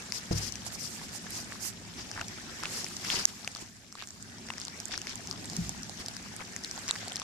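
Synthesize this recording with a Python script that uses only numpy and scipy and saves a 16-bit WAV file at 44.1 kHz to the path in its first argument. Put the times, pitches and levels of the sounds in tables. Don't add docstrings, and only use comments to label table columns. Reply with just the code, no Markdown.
import sys
import numpy as np
from scipy import signal
from scipy.io import wavfile
from scipy.ndimage import uniform_filter1d

SR = 44100
rng = np.random.default_rng(int(sys.argv[2]) if len(sys.argv) > 2 else 0)


def transcribe(u):
    v = np.clip(np.atleast_2d(u).T, -1, 1)
    q = np.round(v * 32767).astype(np.int16)
    wavfile.write(sys.argv[1], SR, q)


N = 318843


def gain_of(db):
    return 10 ** (np.asarray(db) / 20)


def evened(x):
    return x / np.sqrt(np.mean(x ** 2) + 1e-20)


def read(points, hz):
    point_hz, value = np.transpose(points)
    return np.interp(np.log(hz + 1), np.log(point_hz + 1), value)


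def along(rows, order):
    rows = np.asarray(rows)
    return np.interp(np.arange(N) / SR, rows[:, 0], rows[:, order])


def add(mix, start_s, sound):
    part = mix[:, max(round(start_s * SR), 0):][:, :sound.shape[1]]
    part += sound[:, :part.shape[1]]


# (frequency [Hz], correlation [0-1])
PORT_LIKENESS = [(30, .45), (125, .75), (250, .75), (600, .55), (1200, .1), (8000, 0)]


def noise(tone, size, patchy_db):
    frames = N // (size // 4) + 5
    hz = np.fft.rfftfreq(size, 1 / SR)
    a, b, c, d, patches = rng.standard_normal((frames, len(hz), 5)).T
    patches = uniform_filter1d(patches, size=8, axis=0)
    patches = evened(uniform_filter1d(patches, size=10, axis=1))
    same = np.clip(read(PORT_LIKENESS, hz), -1, 1)[:, None]
    left = a + 1j * b
    right = same * left + np.sqrt(1 - same ** 2) * (c + 1j * d)
    below = np.maximum(tone[0][0] / (hz + 1), 1) - 1
    above = np.maximum(hz / tone[-1][0], 1) - 1
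    edge_db = np.maximum(-40 * below - 40 * above, -90)
    colour_db = (read(tone, hz) + edge_db)[:, None] + patchy_db * patches
    spectra = np.array([left, right]) * gain_of(colour_db)
    return evened(signal.istft(spectra, nperseg=size, noverlap=size * 3 // 4)[1][:, :N])


def ping(hz, cycles, swell=0.11, size=400):
    turns = np.arange(size) / SR * hz
    ring = np.sin(2 * np.pi * turns) * np.exp(-turns / cycles) * (1 - np.exp(-turns / swell))
    return ring / abs(ring).max()


def crackle(lo_hz, hi_hz, per_s, cycles, spread_db, count=12):
    out = np.zeros((2, N))
    for hz in np.geomspace(lo_hz, hi_hz, count):
        when, size, sign, side = rng.random((int(per_s / count * N / SR), 4)).T
        height = np.sign(sign - .5) * gain_of(-spread_db * np.log(size + 0.022))
        train = np.zeros((2, N))
        train[:, (when * N).astype(int)] = height * np.array([side, 1 - side])
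        pop = signal.oaconvolve(train, ping(hz, cycles)[None], axes=1)[:, :N]
        lag = rng.integers(-12, 13)
        out += [pop[0], np.roll(pop[1], lag)]
    return evened(out)


# (time [s], rms level [dB])
RUMBLE_LEVEL = [(0, -52.5), (1.4, -48.5), (1.83, -50.5), (3.15, -50), (3.3, -53), (3.9, -59.5), (4.3, -53),
                (5.1, -51), (5.45, -45.5), (6., -51), (7.23, -51.5)]
# (frequency [Hz], relative level [dB per Hz])
RUMBLE_COLOUR = [(25, -26), (37, -16), (75, -7), (98, -6), (114, 4), (130, -20), (156, -3.5), (227, -2.5),
                 (340, -13), (377, -9), (509, -29.5), (687, -19.5), (900, -23.5), (1200, -47)]


def rumble():
    return gain_of(along(RUMBLE_LEVEL, order=1)) * noise(RUMBLE_COLOUR, size=4096, patchy_db=1.2)


# (time [s], level of the peak-normalised ring before the rise [dB],
# rise [s], t60 at 100 Hz [s], favoured pitch [Hz], loss away from it [dB per octave])
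BUMPS = [(0.3083, -14.5, 0.0024, 0.19, 236, 5.5), (.338, -25.5, 0.0046, 0.5, 112, 6),
         (3.621, -23.5, 0.0033, 0.043, 330, 12), (5.582, -16, 0.0073, 0.16, 172, 38),
         (5.6, -32, 0.008, 0.31, 80, 19)]
# (frequency [Hz], relative level [dB])
BUMP_MODES = [(58, 9), (102, 8.5), (140, 6.5), (172, 6), (330, 4.5), (480, 4), (680, 6.5), (900, -4)]
FAR_PORT_GAIN = .88


def bumps():
    out, t = np.zeros((2, N)), np.arange(SR // 2) / SR
    rough_band = signal.butter(1, [90, 600], "band", fs=SR)
    roughs = signal.lfilter(*rough_band, rng.standard_normal((len(BUMPS), 2, len(t))))
    for (start_s, db, rise_s, t60_s, knock_hz, narrow_db), rough in zip(BUMPS, roughs):
        ring = np.zeros(len(t))
        for hz, mode_db in BUMP_MODES:
            struck_db = mode_db - narrow_db * abs(np.log2(hz / knock_hz))
            decay_db = 60 * t / t60_s * (hz / 100) ** 0.53
            ring -= gain_of(struck_db - decay_db) * np.sin(2 * np.pi * hz * t)
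        both = np.array([ring, FAR_PORT_GAIN * np.roll(ring, 22)]) / abs(ring).max()
        both += gain_of(-16.0 - narrow_db - 70 * t / t60_s) * evened(rough)
        onset = 1 - np.exp(-(t / rise_s) ** 2)
        add(out, start_s, gain_of(db) * onset * both)
    return out


# (loudest time [s], length [s],
# left level [dB], right level [dB], duller scrape level [dB])
BRUSH_STROKES = [(0.167, 0.092, -35, -44, -48.5), (0.327, 0.037, -36.5, -48, -64),
                 (0.376, 0.067, -34, -42, -49), (0.422, 0.1, -61, -43.5, -48.5),
                 (0.465, 0.12, -33.5, -53, -48), (0.673, 0.056, -59, -40, -49),
                 (0.745, 0.067, -49, -39.5, -63), (0.844, 0.13, -36, -43, -74),
                 (0.943, 0.16, -54, -43, -69), (1.036, 0.1, -62, -46.5, -53), (1.159, 0.087, -69, -39, -52),
                 (1.376, 0.17, -41, -40, -54), (1.665, 0.13, -41, -32, -51),
                 (2.002, 0.085, -50, -66, -45.5), (2.776, 0.21, -42.5, -40.5, -45),
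                 (3.155, 0.29, -38.5, -40.5, -37), (3.29, 0.054, -49, -48, -50.5),
                 (3.617, 0.051, -51, -44.5, -65), (5.62, 0.36, -51, -49.5, -52.5),
                 (6.007, 0.059, -62, -47, -44.5)]
# (frequency [Hz], relative level [dB])
BRUSH_COLOUR = [(1500, -7.5), (3500, -7.5), (5000, 2.5), (8000, -2.5), (11000, 1), (14300, 10),
                (15100, -26)]
# (frequency [Hz], relative level [dB])
SCRAPE_COLOUR = [(50, 2), (120, -4), (250, 10), (500, -8), (1000, -0.5), (2000, 0), (3500, -3.5),
                 (5000, -1.5)]
RISE_SHARE = 0.58


def brushes():
    t, level = np.arange(N) / SR, np.zeros((3, N))
    for top_s, length_s, *levels_db in BRUSH_STROKES:
        start_s, end_s = top_s - RISE_SHARE * length_s, top_s + (1 - RISE_SHARE) * length_s
        shape = np.interp(t, [start_s, top_s, end_s], [0, 1, 0])
        level += gain_of(levels_db)[:, None] * np.sin(np.pi / 2 * shape) ** 1.48
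    rub = level[:2] * noise(BRUSH_COLOUR, size=256, patchy_db=2.5)
    scrape = level[2] * noise(SCRAPE_COLOUR, size=256, patchy_db=3.0)
    return rub + scrape


# (time [s], wet mash rms level [dB], fine hiss level before its trim [dB])
MASH_AND_HISS_LEVEL = [(0, -50.5, -47), (1., -52, -48), (1.55, -51, -45.5), (1.78, -55.5, -51.5),
                       (2.05, -52, -47.5), (2.45, -51, -47.5), (2.75, -49, -41), (3.0, -53, -41.5),
                       (3.3, -57.5, -44.5), (3.62, -51.5, -52), (3.7, -63, -52.5), (3.88, -61.5, -56),
                       (4., -65, -50.5), (4.4, -54, -52.5), (5., -51.5, -48), (6.6, -52.5, -48),
                       (6.95, -48, -44), (7.23, -49.5, -54)]
# (frequency [Hz], relative level [dB])
HISS_COLOUR = [(1000, -4), (3000, -4.5), (5000, -3.5), (8000, -5.5), (10000, -4), (12000, -2), (14300, 7),
               (15100, -24)]
HISS_TRIM_DB, SPIT_TRIM_DB = -5.0, -8.0


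def fine_hiss():
    hiss = noise(HISS_COLOUR, size=256, patchy_db=2.5)
    spit = crackle(3400, 9300, per_s=650, cycles=1.8, spread_db=5.5)
    hiss_gain = gain_of(along(MASH_AND_HISS_LEVEL, order=2) + HISS_TRIM_DB)
    spit_gain = gain_of(along(MASH_AND_HISS_LEVEL, order=1) + SPIT_TRIM_DB)
    return hiss_gain * hiss + spit_gain * spit


# (frequency [Hz], relative level [dB])
MASH_COLOUR = [(300, -2), (500, 3.5), (720, -1.5), (1000, -3), (1700, 6), (2500, 0.5), (3500, -5),
               (6000, -6)]


def mash():
    wash = noise(MASH_COLOUR, size=512, patchy_db=3.0)
    pops = crackle(700, 3600, per_s=330, cycles=2.4, spread_db=4.5)
    return gain_of(along(MASH_AND_HISS_LEVEL, order=1)) * evened(wash + gain_of(-4.5) * pops)


# (start [s], end [s], rms level [dB], centre pitch [Hz])
SQUELCH_CLUMPS = [(2.15, 2.23, -47.5, 1400), (2.368, 2.394, -52, 1860), (2.618, 2.672, -45, 1750),
                  (3.093, 3.216, -42, 4000), (3.97, 4.048, -49.5, 2820), (4.595, 4.648, -55, 4600),
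                  (4.904, 4.966, -44, 3020), (5.068, 5.137, -49, 3650), (6.39, 6.428, -47, 1510),
                  (6.888, 6.907, -40, 2940), (6.981, 7.1, -53, 2560)]


def squelches():
    out = np.zeros((2, N))
    draws_per_clump = rng.random((len(SQUELCH_CLUMPS), 120, 5))
    for (start_s, end_s, db, hz), draws in zip(SQUELCH_CLUMPS, draws_per_clump):
        length_s = end_s - start_s
        clump = np.zeros((2, round(length_s * SR) + 400))
        when_s = np.cumsum(-.001 * np.log(draws[:, 0] + .01))
        for pop_s, (pitch, size, side, lag) in zip(when_s[when_s < length_s], draws[:, 1:]):
            ring = ping(hz * 2 ** (1.7 * (pitch - .5)), cycles=1.7)
            arch = abs(np.sin(np.pi * pop_s / length_s)) ** .5
            pop = gain_of(-11. * size) * arch * ring
            add(clump, pop_s, np.array([side * pop, (1 - side) * np.roll(pop, int(16 * lag))]))
        add(out, start_s, gain_of(db) * evened(clump))
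    return out


# (time [s], snap ring level [dB], snap pitch [Hz],
# mouth cavity ring peak [dB], cavity pitch [Hz], snap left minus right [dB])
TONGUE_CLICKS = [(0.1216, -24, 5060, -28.5, 2230, 6), (0.5227, -31, 6050, -59, 700, 14.5),
                 (0.5556, -33.5, 6200, -35, 2430, 10), (0.6656, -31, 6300, -40.5, 730, -0.5),
                 (1.014, -48, 5380, -38.5, 950, 6), (1.267, -50, 4500, -34, 1670, -3),
                 (1.3053, -22.5, 11200, -60, 770, -9.5), (1.5217, -55, 6960, -28.5, 1780, -13),
                 (2.114, -31.5, 5200, -37, 1640, -2), (2.1608, -52, 4000, -37, 1350, 0),
                 (2.166, -52, 4000, -38, 1800, 4), (2.176, -46, 3990, -27.5, 1610, 9),
                 (2.1864, -50, 4600, -34, 1400, -1), (2.194, -47, 5300, -29, 1750, 5),
                 (2.2119, -34, 5850, -26, 1420, 1), (2.2133, -30.5, 2730, -34, 1520, 8),
                 (2.2824, -32, 5600, -60, 1860, -1), (2.6348, -31.5, 5140, -26.5, 1250, 4),
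                 (2.655, -35, 3440, -22, 2630, 5.5), (2.8437, -28.5, 5470, -40, 1000, 5.5),
                 (2.865, -38, 4560, -31.5, 2400, 0), (2.967, -28, 5630, -53, 860, -1),
                 (3.0477, -31, 5500, -31.5, 1660, 0), (3.1013, -23, 3200, -21.5, 2770, 7),
                 (3.2536, -7, 6060, -26, 2310, -6.5), (3.446, -36, 4500, -40, 1240, 10),
                 (3.4756, -27.5, 5900, -20.5, 2580, 4), (3.4756, -32, 4550, -37.5, 760, 6),
                 (3.5495, -30.5, 4700, -49, 865, 4), (3.5607, -39, 3520, -36.5, 1280, 6),
                 (3.569, -35, 6040, -60, 1500, 2.5), (3.925, -37, 5630, -46, 1270, 1),
                 (3.953, -39, 4100, -37, 1140, 5), (4.023, -35.5, 3800, -34, 1210, 3),
                 (4.073, -35, 7550, -47, 1660, -1), (4.0875, -39, 6360, -51, 1840, 3),
                 (4.1059, -36.5, 6170, -48, 1730, -1), (4.226, -37.5, 7600, -60, 1770, -9),
                 (4.487, -38, 5400, -35, 1870, 7), (4.5019, -35, 4130, -31.5, 1000, -2),
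                 (4.5031, -30.5, 2650, -27, 2070, 7), (4.5366, -41, 5710, -33.5, 2310, 7),
                 (4.581, -34.5, 5300, -35, 1840, 7), (4.5998, -33.5, 6800, -52, 1500, -0.5),
                 (4.615, -32.5, 4840, -52, 1500, 8), (4.651, -29.5, 6700, -55, 1390, -1),
                 (4.67, -38, 4600, -51, 1500, 1), (4.6815, -31, 4100, -42, 880, 8),
                 (4.801, -28.5, 5760, -51, 877, -8), (4.855, -31, 7100, -62, 732, -10.5),
                 (4.8824, -33.5, 7400, -56, 2170, 0.5), (4.918, -34, 3800, -39, 1700, 7),
                 (4.9403, -36, 6060, -27, 1700, 10), (4.9767, -27, 5400, -33, 1480, 5),
                 (5.016, -29.5, 6500, -33.5, 2920, 5), (5.07, -33, 4860, -26.5, 2200, 8),
                 (5.094, -31, 4970, -43, 2200, 1.5), (5.156, -31, 6760, -60, 1500, -3.5),
                 (5.2727, -31.5, 5940, -44, 2200, 0), (5.3116, -27.5, 4830, -37, 1240, 6),
                 (5.3266, -35, 5040, -41, 1160, 1), (5.4443, -35, 4170, -44, 2000, -4.5),
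                 (5.4561, -32.5, 7610, -50, 2000, 2), (5.499, -31.5, 4820, -48, 750, -4),
                 (5.5328, -35, 5060, -41, 734, -1), (5.566, -24.5, 5560, -40, 2270, -4.5),
                 (5.693, -24.5, 7060, -39.5, 800, -2.5), (5.832, -31, 5540, -57, 1500, -1.5),
                 (5.895, -33.5, 4460, -38, 750, -8.5), (6.061, -28.5, 5400, -53, 1810, -1),
                 (6.0836, -26.5, 4900, -43, 764, -3), (6.1665, -30, 5230, -36.5, 1820, -0.5),
                 (6.364, -26, 8440, -60, 1730, 2), (6.405, -40, 2190, -39, 720, 4),
                 (6.563, -24.5, 6760, -30.5, 1980, 4), (6.6372, -31, 5550, -55, 2380, 4),
                 (6.6463, -26, 4170, -53, 3034, -1), (6.7117, -27, 5550, -37.5, 1770, -1),
                 (6.7768, -36, 4540, -35, 880, 5), (6.88, -26.5, 5600, -33.5, 1940, -1.5),
                 (6.887, -25.5, 6860, -31, 2500, 0.5), (6.892, -29, 4270, -34, 1300, -2),
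                 (6.9094, -19, 3860, -29.5, 1170, -2), (6.9554, -36, 5010, -30, 1840, -7),
                 (6.96, -33, 4500, -30, 1910, -4), (7.0814, -29, 4500, -40, 2190, 0),
                 (7.12, -32, 3300, -42, 2990, 6), (7.1579, -25.5, 5330, -36, 3620, 2),
                 (7.1668, -26.5, 4150, -50, 2600, 2), (7.198, -28, 5640, -34, 2420, 1),
                 (7.2173, -33.5, 3520, -31, 1150, 6)]
SOFT_DB, FIRM_DB = -24, -16
SOFT_CYCLES, FIRM_CYCLES, FIRM_HZ = 1.7, 6, 3900
MOUTH_CYCLES, SWELL_CYCLES = 1.4, 1.2


def clicks():
    out, t = np.zeros((2, N)), np.arange(400) / SR
    fizzes = rng.standard_normal((len(TONGUE_CLICKS), 2, 400))
    chance = rng.random(len(TONGUE_CLICKS))
    for (start_s, db, hz, mouth_db, mouth_hz, side_db), wet, lag in zip(TONGUE_CLICKS, fizzes, chance):
        firm = np.clip((db - SOFT_DB) / (FIRM_DB - SOFT_DB), 0, 1)
        soft_cycles = SOFT_CYCLES * max(FIRM_HZ / hz, 1) ** 2
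        firm_cycles = FIRM_CYCLES * (FIRM_HZ / hz) ** 3
        cycles = soft_cycles + firm * (firm_cycles - soft_cycles)
        bright = np.diff(wet, prepend=0)
        wetness = 1 - .5 * firm
        tick = bright * (np.exp(-t / 0.00013) + 0.31 * wetness * np.exp(-t / 0.0027))
        ring = ping(hz, cycles, swell=.5 + firm * SWELL_CYCLES)
        overtone = 1.2 * firm * ping(2 * hz, cycles)
        snap = gain_of(db) * (ring + overtone + 0.73 * wetness * tick)
        mouth = gain_of(mouth_db) * ping(mouth_hz, MOUTH_CYCLES, swell=0.23)
        both = snap * gain_of([[side_db / 2], [-side_db / 2]]) + mouth
        both[1] = np.roll(both[1], round(.4 * side_db + 3 * (lag - .5)) + 10)
        both[0] = np.roll(both[0], 10)
        add(out, start_s + .0003, both)
    return out


def scene():
    return rumble() + bumps() + brushes() + fine_hiss() + mash() + squelches() + clicks()


# (frequency [Hz], gain [dB])
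PORT_TREBLE = [
    [(2000, 1.5), (4000, 6.5), (5600, 12), (7000, 4.5), (9000, 0.5), (12000, -11), (15000, -25.5)],
    [(2000, 1.5), (4000, 2), (5600, 5), (7200, 13), (9000, 5), (12000, -4), (14500, -19)],
]
LIMIT_DB, RECOVERY_DB_PER_S = -14.5, 860.0
CLIP_LEVEL, EDGE_HZ = .75, 15500


def record(dry):
    hz = abs(np.fft.fftfreq(2048, 1 / SR))
    log_gain = np.log(gain_of([read(port, hz) for port in PORT_TREBLE]))
    response = np.exp(log_gain - 1j * signal.hilbert(log_gain).imag)
    taps = np.fft.ifft(response).real[:, :1024]
    heard = signal.oaconvolve(dry, taps, axes=1)[:, :N]
    peak_db = 20 * np.log10(abs(heard).max(0) + 1e-9)
    fall_db = np.arange(N) * RECOVERY_DB_PER_S / SR
    held_db = np.maximum.accumulate(peak_db + fall_db) - fall_db
    over_db = np.maximum(held_db - LIMIT_DB, 0)
    late_db = np.roll(uniform_filter1d(over_db, size=41, origin=20), 40)
    ducked = heard / gain_of(late_db)
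    clipped = CLIP_LEVEL * np.tanh(ducked / CLIP_LEVEL)
    edge = signal.firwin(255, EDGE_HZ, window=("kaiser", 9), fs=SR)
    return signal.oaconvolve(clipped, edge[None], "same")


dry = scene()
out = record(dry)
transcribe(out)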